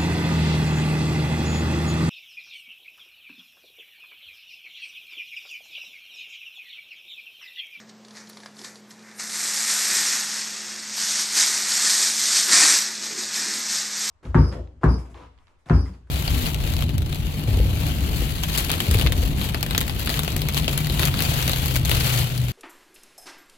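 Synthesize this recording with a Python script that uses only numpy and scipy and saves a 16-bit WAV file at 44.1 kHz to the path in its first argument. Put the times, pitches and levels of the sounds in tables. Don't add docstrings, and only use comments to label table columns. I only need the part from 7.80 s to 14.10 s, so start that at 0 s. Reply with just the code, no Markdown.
import sys
import numpy as np
from scipy import signal
from scipy.fft import rfft, irfft, dct, next_fast_len
from scipy.io import wavfile
from scipy.ndimage import uniform_filter1d

SR = 44100
rng = np.random.default_rng(int(sys.argv[2]) if len(sys.argv) > 2 else 0)


def pcm_store(signal):
    levels = np.round(np.clip(np.atleast_2d(signal), -1, 1) * 32767)
    wavfile.write(sys.argv[1], SR, levels.astype(np.int16).T)


def field_ratio(decibels):
    return 10 ** (np.asarray(decibels, dtype=float) / 20)


N = 277830

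# (time [s], crackle level [dB])
PULL = [(0, -68), (.22, -68), (.5, -57), (.65, -57), (.74, -65), (.95, -55), (1.07, -69), (1.23, -58),
        (1.385, -52), (1.45, -38), (1.56, -28), (2.15, -22.5), (2.37, -23.5), (2.45, -28.5), (2.7, -33),
        (3.08, -35), (5.1, -37), (6.3, -35)]
# (peak time [s], crackle level [dB], rise by 10 dB [s], fall by 10 dB [s],
# sheet body re crackle [dB])
FUMBLES = [
    (0, -45, .02, .022, 1),
    (.096, -50, .012, .012, -6),
    (.372, -42, .02, .06, -2),
    (.79, -47, .025, .1, -4),
    (.848, -38, .01, .04, -3),
    (1.11, -46, .006, .03, -7),
    (1.3, -58, .15, .15, 9),
    (1.398, -30, .008, .06, -5),
]
# (peak time [s], crackle level [dB], rise by 10 dB [s], fall by 10 dB [s],
# sheet body re crackle [dB])
SHAKES = [(1.9, -26, .02, .15, -10), (2.165, -24, .025, .06, -10), (2.56, -31, .1, .15, -8),
          (3.21, -23.5, .06, .15, -12), (3.306, -22, .04, .05, -14), (3.4, -22.5, .1, .08, -12),
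          (3.6, -15, .055, .1, -11.5), (3.746, -26, .07, .25, -7), (3.93, -25, .1, .15, -10),
          (4.094, -17.5, .2, .15, -12), (4.235, -20, .1, .095, -11), (4.4, -25.5, .02, .2, -13),
          (4.58, -18, .25, .11, -13), (4.74, -13.5, .035, .15, -7.5), (4.83, -14.5, .1, .12, -9),
          (4.936, -17.5, .1, .085, -12), (5.17, -35, .03, .06, -10), (5.27, -29.5, .06, .12, -11),
          (5.39, -28.5, .015, .12, -10), (5.55, -26, .05, .3, -9), (5.75, -29, .2, .15, -9),
          (5.95, -23, .08, .11, -12), (6.23, -26, .12, .6, -12)]
# (frequency [Hz], density [dB per Hz])
CRACKLE_SPECTRUM = [(1760, -41), (3000, -8.5), (4330, -2), (5690, 1.5), (8180, -2.5), (10000, -12.5),
                    (13000, -51), (22000, -120)]
# (frequency [Hz], density [dB per Hz])
BODY_SPECTRUM = [(280, -48.5), (480, -21), (590, -9), (652, -15.5), (710, -8.5), (1040, -6), (1890, 2.5),
                 (3000, -6.5), (3900, -32), (6600, -120)]
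# (frequency [Hz], density [dB per Hz])
WOBBLE_SPECTRUM = [(90, -38.5), (140, -14), (200, -3.5), (280, -1.5), (360, 0.5), (450, -5), (520, -17),
                   (800, -50)]
# (time [s], treble lift [dB])
FACING = [(.3, -2), (.8, 3.5), (1.45, 4.5), (1.9, 2.5), (2.4, .5), (3.0, 1.5), (3.35, -1), (3.7, .3),
          (4.7, -0.5), (5.3, 0.7)]
DIP_DB = (-5.5, 0., 2.5, 0.)
DIP_S = (1.3, 1.6, 2.9, 3.8)

# (time [s], peak level [dB], low part re peak [dB])
TICKS = [(0.0944, -33.5, -12), (0.2478, -34, -5), (0.2828, -37, -2), (0.3072, -34, 0), (0.3521, -37, -4),
         (0.3695, -31, -6), (0.4724, -37, -15), (0.4968, -32, 1), (0.5307, -39, -10), (0.5707, -31, 3),
         (0.602, -35, 1), (0.634, -37, 3), (0.6594, -28, 2.5), (0.7667, -39, -8), (0.7903, -30.5, -11),
         (0.8145, -30, -7), (0.845, -23, -10), (0.9562, -34, -11), (1.1064, -34, -10), (1.191, -40.5, -13),
         (1.225, -43, -1), (1.2875, -42, -5), (1.3124, -41, -12), (1.3962, -27, -3)]
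# (time [s], peak level [dB], low part re peak [dB])
SNAPS = [(1.4701, -27, -12), (1.497, -21.5, -14), (1.6566, -18, -25), (1.7609, -18.5, -21),
         (3.1803, -21, -8), (3.4989, -20.5, -20), (3.5164, -20.5, -11), (3.5528, -12.5, -20.5),
         (3.9182, -12, -21), (4.6927, -10.5, -8), (4.7252, -7, -11), (5.1507, -21, -29), (5.2342, -22, -20),
         (5.302, -30.5, 0), (5.3822, -21, -27), (5.434, -17, -14.5), (5.5238, -26, -22), (5.5423, -15, -30),
         (5.7354, -20, -21)]
# (frequency [Hz], density [dB per Hz])
SNAP_BRIGHT = [(1760, -32.5), (3000, -4), (4470, 3.5), (8380, -13.5), (9370, -14.5), (10000, -3.5),
               (13000, -54), (22000, -120)]
# (frequency [Hz], density [dB per Hz])
SNAP_LOW = [(290, -42), (500, -7.5), (1120, -3.5), (1540, -11), (1680, -1.5), (3000, -20.5), (3900, -56.5),
            (6600, -120)]
# (time [s], peak level [dB], pitch [Hz], t60 [s])
FLOPS = [(0.814, -40, 377, 0.12), (4.039, -36, 334, .1), (4.69, -33.5, 342, .12), (4.83, -31, 300, .12),
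         (5.209, -39.5, 232.4, 0.09), (5.304, -32, 428, 0.15), (5.374, -29, 354, 0.1),
         (5.6, -38, 300, 0.13), (5.659, -34, 331, 0.118), (5.72, -38.5, 315.5, 0.14),
         (5.781, -35.5, 234, 0.12)]

# (frequency [Hz], t60 [s])
KITCHEN_T60 = [(300, 0.44), (2000, 0.39), (6000, 0.12), (10000, 0.2)]
# (frequency [Hz], level [dB])
HUM = [(118.6, -67.5), (213.6, -52)]
# (frequency [Hz], density [dB per Hz])
ROOM_TONE = [(24, -74.5), (40, -35.5), (96, -34), (156, -9.5), (211, -5.5), (279, -16), (452, -8.5),
             (520, -11.5), (1980, -22), (2870, -23.5), (4890, -23.5), (8120, -29.5), (10000, -64.5),
             (13000, -93), (22000, -120)]

# (time [s], step re block level [dB])
COARSENESS = [(1.1, -22), (1.6, -16), (2.9, -9), (4.9, -5), (5.1, -2.5)]
# (frequency [Hz], level [dB])
STEP_TILT = [(60, 0), (150, 0), (300, -2), (8000, -2)]
# (frequency [Hz], level [dB])
MASKING = [(150, 0), (300, 5), (600, 8), (1000, 10), (3300, 10.5), (4000, 6)]
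EDGE_HZ = (9000, 10750, 10800, 10050)
EDGE_S = (0, .5, 1.6, 2.1)
TREBLE_HZ = (8600, 11200, 12000)
# (crackle level [dB], hiss level [dB])
HISS_FOLLOW = [(-74, -83), (-37, -47), (-21, -23.5), (-14, -21)]
# (time [s], level [dB])
HISS_BURSTS = [
    (0.1794, -73),
    (0.4978, -44),
    (0.5701, -63),
    (0.6584, -62),
    (0.9994, -68),
    (1.1039, -57),
]


def evened(x):
    return x / np.sqrt(np.mean(x ** 2) + 1e-20)


def read(points, hz):
    f, value = np.transpose(points)
    return np.interp(np.log(hz + 1), np.log(f + 1), value)


def at_times(points, t):
    return np.interp(t, *np.transpose(points))


def coloured(x, spectrum):
    hz = abs(np.fft.fftfreq(8192, 1 / SR))
    log_gain = np.log(field_ratio(np.maximum(read(spectrum, hz), -100)))
    phase = -signal.hilbert(log_gain).imag
    taps = np.fft.ifft(np.exp(log_gain + 1j * phase)).real[:4096]
    return signal.oaconvolve(x, taps / np.linalg.norm(taps))[:N]


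def band(x, lo_hz, hi_hz):
    size = next_fast_len(N + SR)
    f = np.fft.rfftfreq(size, 1 / SR)
    return irfft(rfft(x, size) * (f > lo_hz) * (f < hi_hz), size)[:N]


def foil():
    wobble_db, wobble_per_db, rest_db = -19.5, 0.28, -63.0
    swell_db, swell_s = -13.0, 0.03
    crackle_db, body_db = handling()
    t = np.arange(N) / SR
    fine = creases(per_s=4000, spread_db=0.0, clump_db=0.54, ring_t60=0.005)
    coarse = creases(per_s=1200, spread_db=2.0, clump_db=0.76, ring_t60=0.03)
    crackle = coloured(fine + 0.6 * coarse, CRACKLE_SPECTRUM) * field_ratio(crackle_db)
    body = coloured(0.74 * fine + 0.69 * coarse, BODY_SPECTRUM) * field_ratio(body_db)

    swells = sum(field_ratio(db + swell_db) * np.exp(-((t - s) / swell_s) ** 2) for s, db, *_ in FLOPS)
    shaken = field_ratio(body_db + wobble_db + wobble_per_db * (body_db + 24.5))
    wobble = coloured(coarse, WOBBLE_SPECTRUM) * (shaken + field_ratio(rest_db) + swells)
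    return field_ratio(-2.0) * facing(crackle + body + wobble, crackle_db)


def handling():
    body_re_crackle_db, slack_gain, firm_db = -8.5, -0.1, -34.5
    t = np.arange(0, N, 32) / SR
    pull_db = at_times(PULL, t)
    slack_db = np.minimum(pull_db - firm_db, 0)
    crackle = field_ratio(2 * pull_db)
    body = field_ratio(2 * (pull_db + body_re_crackle_db + slack_gain * slack_db))
    for s, db, rise_s, fall_s, body_db in FUMBLES + SHAKES:
        distance = np.where(t < s, (s - t) / rise_s, (t - s) / fall_s)
        stroke = field_ratio(2 * (db - 10 * distance))
        crackle = crackle + stroke
        body = body + stroke * field_ratio(2 * body_db)
    return [np.interp(np.arange(N) / SR, t, 10 * np.log10(power)) for power in (crackle, body)]


def creases(per_s, spread_db, clump_db, ring_t60):
    wander = uniform_filter1d(rng.standard_normal(N), size=500)
    clumps = evened(uniform_filter1d(wander, size=300))
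    size = field_ratio(spread_db * np.minimum(rng.exponential(1, N), 4.2) + clump_db * clumps)
    size *= rng.random(N) < per_s / SR
    fade = field_ratio(-60 / ring_t60 / SR) ** 2
    power = signal.lfilter([1], [1, -fade], size ** 2)
    return evened(rng.standard_normal(N) * np.sqrt(power))


def facing(x, crackle_db):
    t = np.arange(N) / SR
    effort_db = uniform_filter1d(crackle_db, size=15000)
    top_db = np.maximum(0.29 * (effort_db + 24.5), -4.0) + at_times(FACING, t)
    dip_db = np.interp(t, DIP_S, DIP_DB)
    top = (field_ratio(top_db) - 1) * band(x, 7000, 12000)
    dip = (field_ratio(dip_db) - 1) * band(x, 2500, 3500)
    return x + top + dip


def snaps():
    length = 6000
    bright, low, flops = np.zeros((3, N + length))
    t = np.arange(length) / SR
    tail = field_ratio(-60 * t / 0.058)
    ring = (field_ratio(-60 * t / 0.018) + 0.5 * tail) * (1 - np.exp(-t / 0.0004))
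    tick = field_ratio(-60 * t / 0.0035) + 0.18 * tail
    for s, db, low_db in TICKS + SNAPS:
        at = round(s * SR)
        rattle = rng.standard_normal(length)
        bright[at:at + length] += field_ratio(db - 10.0) * rattle * ring
        low[at:at + length] += field_ratio(db + low_db - 4.5) * rattle * tick

    rise = 1 - np.exp(-t / 0.0021)
    for s, db, hz, t60 in FLOPS:
        at = round(s * SR)
        flops[at:at + length] += field_ratio(db - 5.0 - 60 * t / t60) * rise * np.sin(2 * np.pi * hz * t)
    return coloured(bright, SNAP_BRIGHT) + coloured(low, SNAP_LOW) + flops[:N]


def kitchen(x):
    taps = np.zeros(SR // 2)
    at = np.arange(200, SR // 2 - 20, 20)
    taps[at + rng.integers(0, 20, len(at))] = rng.choice([-1., 1.], len(at))
    hz, t, z = signal.stft(taps, SR, nperseg=256)
    decay = field_ratio(-60 * t / read(KITCHEN_T60, hz)[:, None])
    tail = signal.istft(z * decay, SR, nperseg=256)[1]
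    return signal.fftconvolve(x, tail / np.linalg.norm(tail))[:N]


def refrigerator():
    waver = evened(uniform_filter1d(rng.standard_normal(N), size=4000))
    turns = np.cumsum(1 + 0.015 * waver) / SR
    hum = sum(np.sqrt(2) * field_ratio(db + 0.33 * waver) * np.sin(2 * np.pi * hz * turns) for hz, db in HUM)
    return hum + field_ratio(-53.5) * coloured(rng.standard_normal(N), ROOM_TONE)


def scene():
    near = foil() + snaps()
    return np.tile(near + field_ratio(-9.5) * kitchen(near) + refrigerator(), (2, 1))


def camera_detail(x, size=2048):
    window = np.sin(np.pi * (np.arange(2 * size) + 0.5) / (2 * size))
    count = N // size + 2
    padded = np.concatenate([np.zeros(size), x, np.zeros(3 * size)])
    lapped = padded[np.arange(count)[:, None] * size + np.arange(2 * size)] * window
    a, b, c, d = np.split(lapped, 4, axis=1)
    z = dct(np.hstack([-c[:, ::-1] - d, a - b[:, ::-1]]), type=4, norm="ortho")

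    hz, t = (np.arange(size) + 0.5) * SR / 2 / size, np.arange(count) * size / SR
    coarse_hz, top_hz, _ = TREBLE_HZ
    above_edge = hz > np.interp(t, EDGE_S, EDGE_HZ)[:, None]
    step_db = at_times(COARSENESS, t)[:, None]
    block_db = 10 * np.log10((z ** 2).mean(1, keepdims=True) + 1e-12)
    loud_db = uniform_filter1d(block_db, size=5, axis=0)
    under_db = np.clip(12.5 - 0.8 * (loud_db + 25 - 0.8 * step_db), 5.5, 12.8 + 0.11 * step_db)
    treble_db = np.where(above_edge, 25 - under_db, under_db)

    z *= np.where(above_edge, field_ratio(-10.0), 1)
    local = np.sqrt(abs(uniform_filter1d(z ** 2, size=40, axis=1)) + 1e-20)
    block = np.sqrt((z ** 2).mean(1, keepdims=True))
    step = block * field_ratio(read(STEP_TILT, hz) + step_db) + 1e-9
    step = np.maximum(step, local * field_ratio(step_db + read(MASKING, hz)))
    step = np.where(hz > coarse_hz, local * field_ratio(treble_db), step)
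    z = np.round(z / step) * step * (hz < top_hz)

    low, high = np.split(dct(z, type=4, norm="ortho"), 2, axis=1)
    blocks = np.hstack([high, -high[:, ::-1], -low[:, ::-1], -low]) * window
    return (blocks[1:, :size] + blocks[:-1, size:]).ravel()[:N]


def camera_hiss():
    hiss, t = rng.standard_normal(N), np.arange(N) / SR
    crackle_power = uniform_filter1d(field_ratio(2 * handling()[0]), size=3500)
    slow_db = 10 * np.log10(abs(crackle_power) + 1e-12)
    hiss_db = at_times(HISS_FOLLOW, slow_db) + 1.3 * at_times(FACING, t)
    hiss_db = hiss_db + 1.6 * evened(uniform_filter1d(rng.standard_normal(N), size=1500))
    wide_db = hiss_db + 0.33 * (slow_db - hiss_db) - 19.0 + 0.3 * at_times(COARSENESS, t)
    narrow = hiss * (field_ratio(hiss_db) + field_ratio(-74.0))
    wide = hiss * (field_ratio(wide_db) + field_ratio(-80.0))
    bursts = hiss * sum(field_ratio(db - 0.5) * np.exp(-((t - s) / 0.0064) ** 2) for s, db in HISS_BURSTS)
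    droop = wide - 0.55 * band(wide, 15150, 16000)
    _, from_hz, strong_to_hz = TREBLE_HZ
    return band(narrow, from_hz, strong_to_hz) + band(droop, strong_to_hz, 15620) + band(bursts, 7200, 14600)


def roll_off(x):
    return signal.sosfilt(signal.butter(12, 15690, fs=SR, output="sos"), x)


def record(dry):
    bass_cut = signal.butter(4, 70, "high", fs=SR, output="sos")
    mic = signal.sosfilt(bass_cut, dry[0])
    mic = 1.3 * np.tanh(mic / 1.3)
    mix = np.tile(camera_detail(mic) + camera_hiss(), (2, 1))
    return roll_off(mix)


dry = scene()
out = record(dry)
pcm_store(out)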